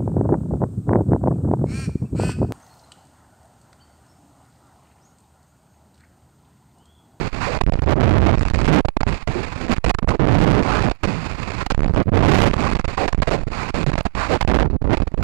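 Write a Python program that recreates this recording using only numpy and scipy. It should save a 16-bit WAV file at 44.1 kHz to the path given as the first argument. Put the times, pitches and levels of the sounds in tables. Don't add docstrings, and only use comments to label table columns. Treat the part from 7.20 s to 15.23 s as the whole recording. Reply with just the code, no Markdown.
import sys
import numpy as np
from scipy import signal
from scipy.fft import rfft, irfft
from scipy.io import wavfile

SR = 44100
rng = np.random.default_rng(int(sys.argv[2]) if len(sys.argv) > 2 else 0)


def dump_mix(stems):
    frames = np.atleast_2d(stems).T
    limited = np.clip(frames, -1, 1)
    pcm = np.round(limited * 32767).astype(np.int16)
    wavfile.write(sys.argv[1], SR, pcm)


N = 354123
TIME = np.arange(N) / SR


def amp(db):
    return 10 ** (np.asarray(db) / 20)


def shaped_noise(gains):
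    x = irfft(rfft(rng.standard_normal(N)) * gains, N)
    return x / np.sqrt(np.mean(x ** 2) + 1e-20)


def noise(spectrum):
    hz, db = np.transpose(spectrum)
    log_bins = np.log(np.fft.rfftfreq(N, 1 / SR) + 1)
    return shaped_noise(amp(np.interp(log_bins, np.log(hz), db)))


def wander(hz):
    return shaped_noise(np.exp(-(np.fft.rfftfreq(N, 1 / SR) / hz) ** 2))


def span(start, end):
    inside = slice(*np.searchsorted(TIME, [start, end]))
    return inside, np.clip((TIME[inside] - start) / max(end - start, 1 / SR), 0, 1)


def taper(u, fade):
    return signal.windows.tukey(len(u), fade)


# t/s, level/dB
AIR_SPEED = [(0.02, -2), (0.12, -6.5), (0.3, -12.5), (0.43, 8.5), (0.7, 2.5), (1.25, -5.5), (1.55, 6),
             (1.88, 4.5), (2.0, -24), (2.17, -2), (2.35, -20.5), (2.52, 7), (2.68, 7.5), (3.35, 0),
             (3.5, 5.5), (3.67, 4.5), (3.77, -7.5), (3.85, 3.5), (4.02, -14), (4.33, -12.5), (4.52, 1),
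             (5.28, 5), (5.46, 6), (5.7, -15.5), (6.12, 0.5), (6.36, -13), (6.62, -1.5), (6.86, 4),
             (7.04, -12.5), (7.25, 10.5), (7.38, 12), (7.55, -14), (7.72, 2), (7.9, 0), (8.03, -2.5)]

def airflow(lee_db=-12, lee_fade=0.0091):
    eddy_db = np.interp(TIME, *np.transpose(AIR_SPEED))
    hiss_db = -8 + 0.42 * eddy_db
    for start, end, _, _, _, change_db, _, _ in VORTEX_TRAINS:
        inside, u = span(start, end)
        late_db = change_db * abs(np.sin(np.pi * u ** 4.5)) ** 0.51
        eddy_db[inside] += 0.68 * late_db
        hiss_db[inside] += lee_db * taper(u, lee_fade) + late_db
    for start, end, *_, change_db in LEE_FLAPS:
        inside, u = span(start, end)
        hiss_db[inside] += change_db * taper(u, lee_fade)
    for start, end, *_, change_db, _ in GRAZING_HOOTS:
        inside, u = span(start, end)
        hiss_db[inside] += change_db * np.sin(np.pi * u)
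    return eddy_db, hiss_db


# f/Hz, level/dB
EDDY_SPECTRUM = [(8, 8.5), (30, -1.5), (80, -3.5), (200, -5.5), (400, -11), (800, -16.5), (1500, -32),
                 (4000, -67), (16000, -93)]
# f/Hz, level/dB
HISS_SPECTRUM = [(100, 14.5), (400, -11.5), (1030, 3), (1640, -3.5), (2100, -4), (2550, -2.5),
                 (3100, -13.5), (3700, -12.5), (4520, -9.5), (5900, -20), (7000, -16), (9000, -26),
                 (11500, -38.5), (16000, -36)]

def turbulence(clump_hz=90, eddy_clump_db=5.5, hiss_clump_db=4.5, choke_db=-15):
    eddy_db, hiss_db = airflow()
    clumps = 2 * np.tanh(wander(clump_hz) / 2)
    for start, end, *_ in GRAZING_HOOTS + VORTEX_TRAINS:
        inside, u = span(start, end)
        clumps[inside] *= 1 - 0.8 * np.sin(np.pi * u)
    eddies = noise(EDDY_SPECTRUM) * amp(eddy_db + eddy_clump_db * clumps + choke_db * choked())
    hiss = (noise(HISS_SPECTRUM) + hoots()) * amp(hiss_db + hiss_clump_db * clumps)
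    return eddies + hiss


# f/Hz, level/dB
CASE_SPECTRUM = [(200, 11.5), (1000, 4), (2500, -26), (5000, -27), (9000, -2), (15000, -1)]

def case_rush(level_db=-57, follow=0.37, sputter_db=13, sputter_hz=130):
    eddy_db, _ = airflow()
    sputter = np.clip(wander(sputter_hz) - 1, 0, 2)
    return amp(level_db + follow * eddy_db + sputter_db * sputter) * noise(CASE_SPECTRUM)


# start t/s, end t/s, signed pressure, rise t/ms, puff level/dB
PORT_SURGES = [(0.074, 0.133, -3.5, 11, -31), (0.374, 0.413, 6, 11, 5.5), (0.418, 0.44, -12.5, 3.2, -36),
               (0.431, 0.465, 23.5, 10.2, -21), (0.465, 0.477, -19, 1.6, -26),
               (0.475, 0.487, 15, 0.78, -26), (0.483, 0.495, -11, 2.6, -23), (0.497, 0.522, -21, 1.3, -26),
               (0.524, 0.535, 8, 2.5, -19), (0.542, 0.556, -11.5, 1.2, -28), (0.55, 0.575, 4, 3.6, -15),
               (0.593, 0.621, 8, 2, -5.5), (0.739, 0.754, 4.5, 1.6, -31), (1.155, 1.177, 5, 1, -6),
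               (1.175, 1.18, -9, 1.1, -5), (1.183, 1.196, 8, 2, -30), (1.196, 1.211, -4.5, 1, -16),
               (1.23, 1.255, -5, 2, -3.5), (1.286, 1.307, 4, 3, -3), (1.313, 1.338, -7.5, 3.7, -3),
               (1.457, 1.459, 0.5, 1.3, 7), (1.468, 1.478, -6.5, 0.93, 2), (1.609, 1.651, -10, 2.5, -5),
               (1.651, 1.658, 4, 1.2, -8), (1.661, 1.684, -22, 0.88, 0), (1.689, 1.769, 16, 1.7, 6.5),
               (1.771, 1.806, -22.5, 3, -6), (1.815, 1.833, 6, 2.3, 1), (1.834, 1.866, -9.5, 2.3, -31),
               (1.867, 1.874, 7, 1.1, -11), (2.025, 2.074, 8, 30, 2), (2.536, 2.582, 4, 2, -10),
               (2.582, 2.643, -11, 1.7, 10), (2.649, 2.663, 9.5, 2, -16), (2.671, 2.68, 7, 1, -21),
               (2.686, 2.697, 3.5, 1.7, 10), (2.713, 2.742, 26, 2.6, 5), (2.747, 2.786, -22, 8.8, -0.5),
               (2.794, 2.822, -9.5, 0.62, -33), (2.827, 2.848, 2, 5.7, -6), (2.844, 2.875, -10.5, 8.9, -13),
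               (2.876, 2.883, 13, 2.6, 8.5), (2.952, 2.994, -8, 5.2, -11), (3.045, 3.066, -6, 2.3, -24),
               (3.62, 3.635, 2.5, 2.6, -6), (3.652, 3.657, 7.5, 1.4, -3), (3.687, 3.698, 2.5, 1, -8),
               (3.701, 3.712, -6.5, 1.2, -1), (3.716, 3.837, -6, 3, 5.5), (4.43, 4.466, 3, 3.7, 1),
               (4.465, 4.503, 12, 19, 7), (4.522, 4.547, 7, 1.8, -4), (4.547, 4.582, -6.5, 2.3, -26),
               (4.577, 4.594, 30.5, 2.1, -29), (4.591, 4.606, -22, 0.5, -30),
               (4.607, 4.62, -16.5, 0.65, -25), (4.62, 4.639, 4, 1.5, -24), (4.633, 4.643, -23, 0.56, -25),
               (4.649, 4.66, 4.5, 0.88, -8.5), (4.666, 4.68, -4.5, 0.86, -9),
               (4.721, 4.732, 4.5, 1.4, -3.5), (4.736, 4.745, -7, 1, -9), (4.749, 4.763, 7, 1.3, -3),
               (4.827, 4.867, 2.5, 3.6, -25), (4.889, 4.919, -4.5, 3.5, -29), (5.318, 5.336, 3.5, 2, -2),
               (5.538, 5.553, 3, 1.9, 0), (5.573, 5.589, 5, 1.5, -1), (5.605, 5.644, -5.5, 12, -6),
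               (5.654, 5.68, -7, 6.2, -6), (5.737, 5.776, 4, 34, -1), (5.861, 5.88, 3.5, 1.9, 6),
               (5.884, 5.93, -4.5, 3, 0.5), (5.932, 5.947, 12, 1.2, -3.5), (5.947, 5.982, -8, 1.3, -35),
               (6, 6.021, 13.5, 4.1, 7), (6.025, 6.075, -4, 3.5, -1.5), (6.092, 6.114, -5, 1.2, -3),
               (6.234, 6.27, -4.5, 3.6, -42), (6.284, 6.303, -3.5, 3, -21), (6.506, 6.543, 5, 4.1, 0.5),
               (6.64, 6.666, -8, 1.3, -29), (6.701, 6.718, -4.5, 1.5, -8), (6.718, 6.734, -4, 0.99, -10),
               (6.74, 6.755, -7.5, 0.66, -5), (6.756, 6.781, -4.5, 0.78, -0.5), (6.787, 6.809, -3, 2, -4),
               (6.81, 6.855, -6, 1.5, -2), (6.868, 6.951, 6.5, 4.4, -26), (7.175, 7.211, 4, 1.5, 11.5),
               (7.226, 7.251, -10.5, 1.8, -8), (7.249, 7.276, 18, 2.5, 3), (7.484, 7.501, 6, 5, -19),
               (7.565, 7.615, 11.5, 11, -18.5), (7.624, 7.64, -4, 2.5, -28), (7.753, 7.771, -4, 1.8, -2),
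               (7.783, 7.804, -3.5, 1.6, -13), (7.807, 7.821, -6.5, 1.2, -10.5),
               (7.831, 7.877, -4.5, 9.6, -11), (7.878, 7.925, -4.5, 6.2, -24),
               (7.926, 7.942, -3.5, 1.9, -23), (7.943, 7.976, 7, 6.4, -20)]

def surges(level_db=-1, arch_power=0.31, release_s=0.00058):
    pressure = np.zeros(N)
    for start, end, peak, rise_ms, _ in PORT_SURGES:
        inside, u = span(start, end)
        rise = np.tanh((TIME[inside] - start) * 1000 / rise_ms)
        arch = abs(np.sin(np.pi * u)) ** arch_power
        release = np.tanh((end - TIME[inside]) / release_s)
        pressure[inside] += peak * rise * arch * release
    return amp(level_db) * pressure


def choked():
    hold = np.zeros(N)
    for start, end, *_ in PORT_SURGES:
        inside, u = span(start, end)
        hold[inside] = np.maximum(hold[inside], taper(u, fade=0.83))
    return hold


# f/Hz, level/dB
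POP_SPECTRUM = [(60, -18), (250, -5.5), (500, 3), (800, 2), (1200, -6), (3000, -29), (16000, -86)]

def puffs(lead_s=0.0024, tail_s=0.06, fall_db=-24, pop_db=-3, hiss_db=-2):
    gain = np.zeros(N)
    for _, end, _, _, db in PORT_SURGES:
        inside, u = span(end - lead_s, end + tail_s)
        gain[inside] += amp(db + fall_db * u)
    return gain * (amp(pop_db) * noise(POP_SPECTRUM) + amp(hiss_db) * noise(HISS_SPECTRUM))


# start t/s, end t/s, first f/Hz, last f/Hz,
# level/dB over the hiss, hiss change/dB, steadiness of pitch/cycles
GRAZING_HOOTS = [(0.197, 0.3, 1400, 874, -4, 9, 2.45), (0.261, 0.399, 478.6, 706, -1.5, 4, 1.98),
                 (1.502, 1.605, 242, 395, 15, -6, 0.74), (2.072, 2.11, 250, 180, 18, -4, 0.98),
                 (2.141, 2.216, 289, 382, 2.5, -2, 1.65), (2.492, 2.55, 218.2, 205, 8.5, 10.5, 1.67),
                 (2.907, 2.977, 521, 321, 15.5, -8, 1.27), (3.442, 3.634, 898.4, 1206, 1.5, 3.5, 1.67),
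                 (3.83, 4.05, 178.4, 153.8, 3, -0.5, 2.17), (4.378, 4.449, 1158, 1118, -6, 5, 2.16),
                 (5.351, 5.544, 793.5, 1214, 0, 2.5, 2.05), (5.769, 5.877, 619.5, 381, 6, 8, 0.8),
                 (6.068, 6.166, 465.7, 541, 6, 7, 1.3), (6.322, 6.477, 1146, 1011, -6.5, 4, 2),
                 (6.55, 6.605, 228.4, 192, 6.5, 2.5, 1.8), (6.664, 6.703, 159, 150, 15.5, 1.5, 2.05),
                 (6.964, 7.084, 1259, 1032, -0.5, 8.5, 1.77), (7.092, 7.173, 328.6, 543.5, 9, 8.5, 0.7),
                 (7.713, 7.747, 480, 510, 1, 1, 1.8)]

def hoots(smear_hz=1200):
    sound = np.zeros(N)
    phasors = rng.standard_normal(size=(len(GRAZING_HOOTS), 1024, 2)) @ [1, 1j]
    for (start, end, first_hz, last_hz, db, _, cycles), knots in zip(GRAZING_HOOTS, phasors):
        inside, u = span(start, end)
        hz = first_hz + (last_hz - first_hz) * u
        drift_hz = hz * (1 + hz / smear_hz) / cycles
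        breath = np.interp(np.cumsum(drift_hz) / SR, np.arange(len(knots)), knots)
        tone = np.exp(2j * np.pi * np.cumsum(hz) / SR)
        sound[inside] += amp(db) * (breath * tone).real * taper(u, fade=0.23)
    return sound


# t/s, f/Hz, level/dB
PORT_KNOCKS = [(0.413, 780, 3.5), (0.522, 710, -2.5), (1.648, 690, 2), (1.656, 586, -2), (1.768, 910, 2),
               (1.832, 890, 0), (2.642, 870, -13), (2.918, 1040, 3), (5.779, 890, 5), (5.929, 790, -14),
               (6.02, 850, -10), (6.076, 700, 3), (6.855, 740, 1), (7.217, 840, -2), (7.275, 790, -18),
               (7.77, 755, -9)]

def knocks(swell_s=0.0012, sag=0.1):
    sound = np.zeros(N)
    for start, hz, db in PORT_KNOCKS:
        inside, u = span(start, start + 10 * swell_s)
        age = (TIME[inside] - start) / swell_s
        tone = np.sin(2 * np.pi * np.cumsum(hz * (1 - sag * u)) / SR)
        sound[inside] += amp(db) * age * np.exp(1 - age) * tone
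    return sound


# start t/s, end t/s, centre f/Hz, level/dB, lean -1..1, hiss change/dB
LEE_FLAPS = [(0.569, 0.679, 50.7, 6.5, 0.41, -5), (1.146, 1.471, 46.2, 8, 0.31, 4.5),
             (1.856, 1.945, 40.05, 1.5, 0.41, 2), (2.078, 2.11, 89, 2.5, 0.6, -6.5),
             (2.798, 2.933, 39.45, 7.5, 0.15, -31), (4.645, 4.759, 39.43, 7.5, 0.43, -11),
             (4.838, 4.924, 46, 10, 0.31, -18), (5.255, 5.392, 34.9, 8, 0.68, 0),
             (5.498, 5.617, 35.4, 8.5, 0.25, 1.5), (5.964, 6.057, 40.3, 10.5, -0.072, -7),
             (6.167, 6.324, 25.16, -2.5, -0.066, -5), (7.433, 7.71, 44.7, 4, 0.23, -16),
             (7.766, 8.027, 44.67, 4.5, -0.34, -12.5)]
# f/Hz, level/dB
LUMP_SPECTRUM = [(60, 1.5), (170, 4.5), (330, -5.5), (700, -23), (1500, -59), (4000, -80), (16000, -86)]

def flapping(jitter=0.4, uneven_db=3, abruptness=3.9, lumps_db=-9):
    pressure = np.zeros(N)
    pace = np.exp(jitter * wander(hz=30))
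    size = amp(uneven_db * wander(hz=40))
    lumps = amp(lumps_db) * noise(LUMP_SPECTRUM)
    for start, end, hz, db, lean, _ in LEE_FLAPS:
        inside, u = span(start, end)
        swing = size[inside] * np.sin(2 * np.pi * np.cumsum(hz * pace[inside]) / SR)
        flips = np.tanh(abruptness * (swing + lean))
        pressure[inside] += amp(db) * (flips + lumps[inside]) * taper(u, fade=0.088)
    return pressure


# start t/s, end t/s, first f/Hz, last f/Hz,
# level/dB, late turbulence change/dB, tearing level/dB, relative snap level/dB
VORTEX_TRAINS = [(0.668, 0.741, 71.2, 89, 7.5, 4, -23.5, -0.5), (0.752, 0.802, 79, 132, 1.5, -6, -46, -26),
                 (0.79, 1.158, 97.76, 63.84, 16, 10, -29.5, -11.5),
                 (1.478, 1.605, 121.4, 194, 16.5, 3, -20, -9),
                 (2.993, 3.057, 101.5, 125.4, 12, -8, -41, -25),
                 (3.064, 3.425, 116.1, 112.3, 14.5, 12.5, -25.5, -10.5),
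                 (3.657, 3.692, 91, 130.4, 10.5, 7, -28, -5.5),
                 (4.756, 4.827, 111.8, 135.8, 10, 3, -37, -18),
                 (4.923, 5.104, 99.8, 103.4, 16, 16, -28, -18),
                 (5.078, 5.283, 99.7, 90.04, 19.5, 17.5, -14.5, -3.5),
                 (7.272, 7.435, 54.87, 42.3, 16, -10, -28.5, -5.5),
                 (7.694, 7.749, 96, 127.7, 11, 7, -31, -5)]
# f/Hz, level/dB
WAKE_SPECTRUM = [(100, -20), (200, 1.5), (320, 7), (450, -1.5), (650, -3), (1100, -18.5), (2000, -44),
                 (5000, -91), (16000, -79)]

def vortices(jitter=0.23, jitter_hz=45, uneven_db=4, spit_db=4.5, abruptness=2.42, wake_db=-2):
    pace = np.exp(jitter * wander(jitter_hz))
    size = amp(uneven_db * wander(hz=121))
    spits = amp(spit_db * np.tanh(wander(jitter_hz)))
    slip = 0.137 * wander(hz=170)
    lean = 0.336 * wander(jitter_hz)
    wake = amp(wake_db) * spits * noise(WAKE_SPECTRUM)
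    pops = spits * noise(POP_SPECTRUM)
    pressure = np.zeros(N)
    for start, end, first_hz, last_hz, db, _, _, snap_db in VORTEX_TRAINS:
        inside, u = span(start, end)
        hz = first_hz + (last_hz - first_hz) * u
        unrest = (hz / 100) ** 0.89
        cycles = np.cumsum(hz * pace[inside]) / SR + unrest * slip[inside]
        sway = np.sin(2 * np.pi * cycles)
        slaps = size[inside] * np.tanh(abruptness * (sway + lean[inside]))
        chatter = unrest * wake[inside] * (1 - 0.75 * sway ** 2)
        snaps = amp(snap_db) * pops[inside] * (1 - sway ** 2)
        pressure[inside] += amp(db) * (slaps + chatter + snaps) * taper(u, fade=0.11)
    return pressure


# f/Hz, level/dB
TEAR_SPECTRUM = [(200, -8), (900, 4.5), (1700, -7), (2550, 2), (3200, -6), (4500, -7), (5800, -12),
                 (7000, -11), (10000, -23), (15000, -21)]

def tearing(level_db=-5, clump_db=11, clump_hz=110, gust_db=3, gust_hz=22):
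    gain = np.zeros(N)
    for start, end, *_, tear_db, _ in VORTEX_TRAINS:
        inside, u = span(start, end)
        gain[inside] += amp(tear_db) * taper(u, fade=0.39)
    rough_db = clump_db * np.tanh(wander(clump_hz)) + gust_db * wander(gust_hz)
    return gain * amp(level_db + rough_db) * noise(TEAR_SPECTRUM)


def scene():
    pressure = surges() + puffs() + (1 - choked()) * flapping() + vortices() + turbulence()
    return np.array([np.zeros(N), pressure])


# f/Hz, width/Hz, level/dB
CASE_RESONANCES = [(2300, 1360, -12.5), (4660, 1200, -31.5)]

def record(dry, level_db=-13, vent_hz=4.8, coupling_hz=38, treble_hz=7000, band_edge_hz=15600):
    swing = np.arctan(dry)
    swing[1] += case_rush() + tearing() + knocks()
    ringing = sum(amp(db) * signal.lfilter(*signal.iirpeak(hz, hz / width, fs=SR), swing)
                  for hz, width, db in CASE_RESONANCES)
    voltage = amp(level_db) * (swing + ringing)
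    for hz, kind in (vent_hz, "highpass"), (coupling_hz, "highpass"), (treble_hz, "lowpass"):
        voltage = signal.lfilter(*signal.butter(1, hz, kind, fs=SR), voltage)
    band_limit = signal.firwin(255, band_edge_hz, window=("kaiser", 9), fs=SR)
    return signal.oaconvolve(voltage, band_limit[None], "same")


dry = scene()
out = record(dry)
dump_mix(out)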